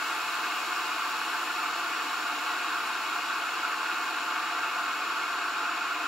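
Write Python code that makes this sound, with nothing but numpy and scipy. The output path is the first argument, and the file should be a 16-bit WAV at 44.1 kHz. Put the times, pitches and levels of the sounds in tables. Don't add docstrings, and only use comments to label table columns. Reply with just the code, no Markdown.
import sys
import numpy as np
from scipy import signal
from scipy.fft import rfft, irfft
from scipy.io import wavfile
from scipy.ndimage import uniform_filter1d, map_coordinates

SR = 44100
rng = np.random.default_rng(int(sys.argv[2]) if len(sys.argv) > 2 else 0)


def generate_wav(sig):
    pcm = np.round(np.clip(np.atleast_2d(sig).T, -1, 1) * 32767).astype(np.int16)
    wavfile.write(sys.argv[1], SR, pcm)


N = 268083

OUTPUT_DB = -14.5
TOP_HZ = 15700


def undb(db):
    return 10 ** (np.asarray(db) / 20)


def bins():
    return np.fft.rfftfreq(N, 1 / SR)


def across(rows):
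    hz, *columns = np.transpose(rows)
    return [np.interp(np.log(bins() + 1), np.log(hz), column) for column in columns]


def colour(x, rows):
    gain = undb(across(rows)[0])
    return irfft(rfft(x) * gain, N)


def ring(x, modes, base):
    power = undb(across(base)[0]) ** 2
    for hz, half_width, db in modes:
        peak = undb(db) / (1 + ((bins() - hz) / half_width) ** 2)
        power = power + peak ** 2
    cepstrum = irfft(np.log(power) / 2, N)
    fold = 1 + np.sign(np.fft.fftfreq(N))
    response = np.exp(rfft(cepstrum * fold))
    return irfft(rfft(x) * response, N)


def walk(rate):
    hold = max(int(SR / rate), 1)
    steps = np.repeat(rng.standard_normal(N // hold + 2), hold)
    smooth = uniform_filter1d(uniform_filter1d(steps, hold), hold)
    smooth = smooth[hold // 2:hold // 2 + N]
    return smooth / smooth.std()


def collapses(per_s, spread_db):
    moments = rng.random(N) < per_s / SR
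    sizes = rng.standard_normal(N) * undb(spread_db * rng.standard_normal(N))
    clicks = moments * sizes
    return clicks / clicks.std()


def warming(fizz_start_db=2, fizz_fade_db_per_s=0.9, drive_start_db=-1.14, drive_rise_db_per_s=0.4):
    t = np.arange(N) / SR
    fizz_db = fizz_start_db - fizz_fade_db_per_s * t
    drive_db = drive_start_db + drive_rise_db_per_s * t
    return fizz_db, drive_db


def roar(growth):
    # frequency in Hz, half width in Hz, relative level in dB.
    jug_modes = [(319, 43.7, -13), (392, 19, -24.5), (465, 21, -17.5), (716.5, 42.2, -7), (882, 35.8, -4),
                 (1031.7, 27.5, -2.5), (1086.5, 20.5, -2.5), (1163, 63, -1), (1283, 23, -2.6),
                 (1411, 119, -0.4), (1558, 23, -6), (1610, 25, -5.5), (1762, 43, -8.5), (1914, 86, -14),
                 (2193, 72, -8.5), (2410, 61, -11.5), (2496, 40, -6), (2628, 69, -8), (2809, 93, -9.5),
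                 (2972, 30, -12), (3198, 57, -17), (3384, 62, -19), (3820, 71, -14.5), (4044, 62, -18.2),
                 (4270, 108, -16), (4657, 204, -18.5), (5477, 270, -21.5), (7050, 350, -23),
                 (7496, 113, -26)]
    # frequency in Hz, relative level in dB.
    jug_base = [(60, -60), (150, -38), (200, -37), (300, -18.5), (600, -23.5), (1300, -56), (3600, -21),
                (5000, -45), (6300, -31), (8600, -40.5), (15500, -58)]
    # frequency in Hz, half width in Hz, relative level in dB.
    wall_modes = [(355, 80, -33), (660, 114, -36), (1066, 55, -23), (1254, 28, -17), (1370, 69, -17),
                  (1484, 49, -12), (1698, 68, -19), (2190, 55, -18), (2730, 84, -18), (2990, 44, -14),
                  (3339, 238, -22), (3708, 155, -24), (4361, 159, -22.5), (4860, 91, -23)]
    # frequency in Hz, relative level in dB.
    wall_base = [(130, -59), (260, -48), (500, -40), (900, -54), (1800, -23), (4000, -32), (5500, -33.5),
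                 (7200, -35), (9500, -47), (15500, -60)]
    # frequency in Hz, left minus right in dB, lead of the left in radians.
    bearing = [(300, .3, -0.0041), (600, 0, -0.0077), (1130, 0.5, 0.045), (1260, -1.6, -0.28),
               (1420, -1.5, -0.48), (1510, 2.5, -0.82), (1620, -0.5, -.1), (1800, 1.5, -.6),
               (2190, 3.5, .3), (2530, .7, -.1), (3170, 6, .1), (4600, 1.5, 0), (6000, -5.5, 0),
               (7500, 3.5, -0.072)]

    clicks = collapses(per_s=36000, spread_db=0.36) * undb(0.088 * walk(40))
    clicks = signal.sosfilt(signal.butter(2, 55, "high", fs=SR, output="sos"), clicks)
    sharp = signal.sosfilt(signal.butter(1, 2600, "high", fs=SR, output="sos"), clicks)
    clicks = clicks + (undb(-0.35 * growth) - 1) * sharp

    place = np.sqrt(2) * np.cos(2 * np.pi * rng.random(N))
    jug = slosh(ring(clicks, jug_modes, jug_base))
    wall = ring(clicks * place, wall_modes, wall_base)

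    ears = np.array([[1], [-1]])
    pan_db, lead = across(bearing)
    panning = undb(ears * pan_db / 2) * np.exp(0.5j * ears * lead)
    return irfft(rfft(jug) * panning, N) + ears * wall


def slosh(x, shift_s=0.000249):
    positions = np.arange(N) + shift_s * SR * walk(9)
    return map_coordinates(x, [positions], order=5, mode="reflect")


def flurries(x, drive_db, flurry_db=1.2, plate_hz=1440, half_width_hz=180):
    band = 1 / (1 + ((bins() - plate_hz) / half_width_hz) ** 4)
    plate = irfft(rfft(x) * band, N)
    return x + plate * (undb(drive_db + flurry_db * walk(45)) - 1)


def fizz(shared=0.088, flicker_db=0.84):
    # frequency in Hz, relative level in dB.
    hiss_colour = [(1500, -58), (5000, -26), (8600, -32.5), (11000, -32), (13600, -34), (15500, -32.5)]
    left, right, both = (collapses(per_s=32000, spread_db=0.9) for _ in range(3))
    ears = np.sqrt(1 - shared) * np.array([left, right]) + np.sqrt(shared) * both
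    hiss = rfft(colour(ears, hiss_colour))
    sizes = np.minimum(bins() // 2000, 7)
    return sum(irfft(hiss * (sizes == size), N) * undb(flicker_db * walk(30)) for size in np.unique(sizes))


def reflections(x, wet_db=-11, decay_s=0.014, above_hz=3200):
    t = np.arange(SR // 16) / SR
    echoes = rng.standard_normal((2, len(t))) * np.exp(-t / decay_s)
    echoes /= np.sqrt(np.sum(echoes ** 2, axis=1, keepdims=True))
    wet = undb(wet_db) * bins() ** 4 / (bins() ** 4 + above_hz ** 4)
    response = (1 + wet * rfft(echoes, N)) / np.sqrt(1 + wet ** 2)
    return irfft(rfft(x) * response, N)


def room():
    # frequency in Hz, relative level in dB.
    rumble_colour = [(25, -36), (60, -43), (150, -44), (400, -50), (2000, -65)]
    return colour(rng.standard_normal((2, N)), rumble_colour)


def scene():
    fizz_db, drive_db = warming()
    plate_roar = flurries(roar(growth=-fizz_db), drive_db)
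    kettle = plate_roar + fizz() * undb(fizz_db)
    return undb(OUTPUT_DB) * (reflections(kettle) + room())


def record(dry):
    return signal.sosfilt(signal.ellip(12, 0.1, 80, TOP_HZ, fs=SR, output="sos"), dry)


dry = scene()
out = record(dry)
generate_wav(out)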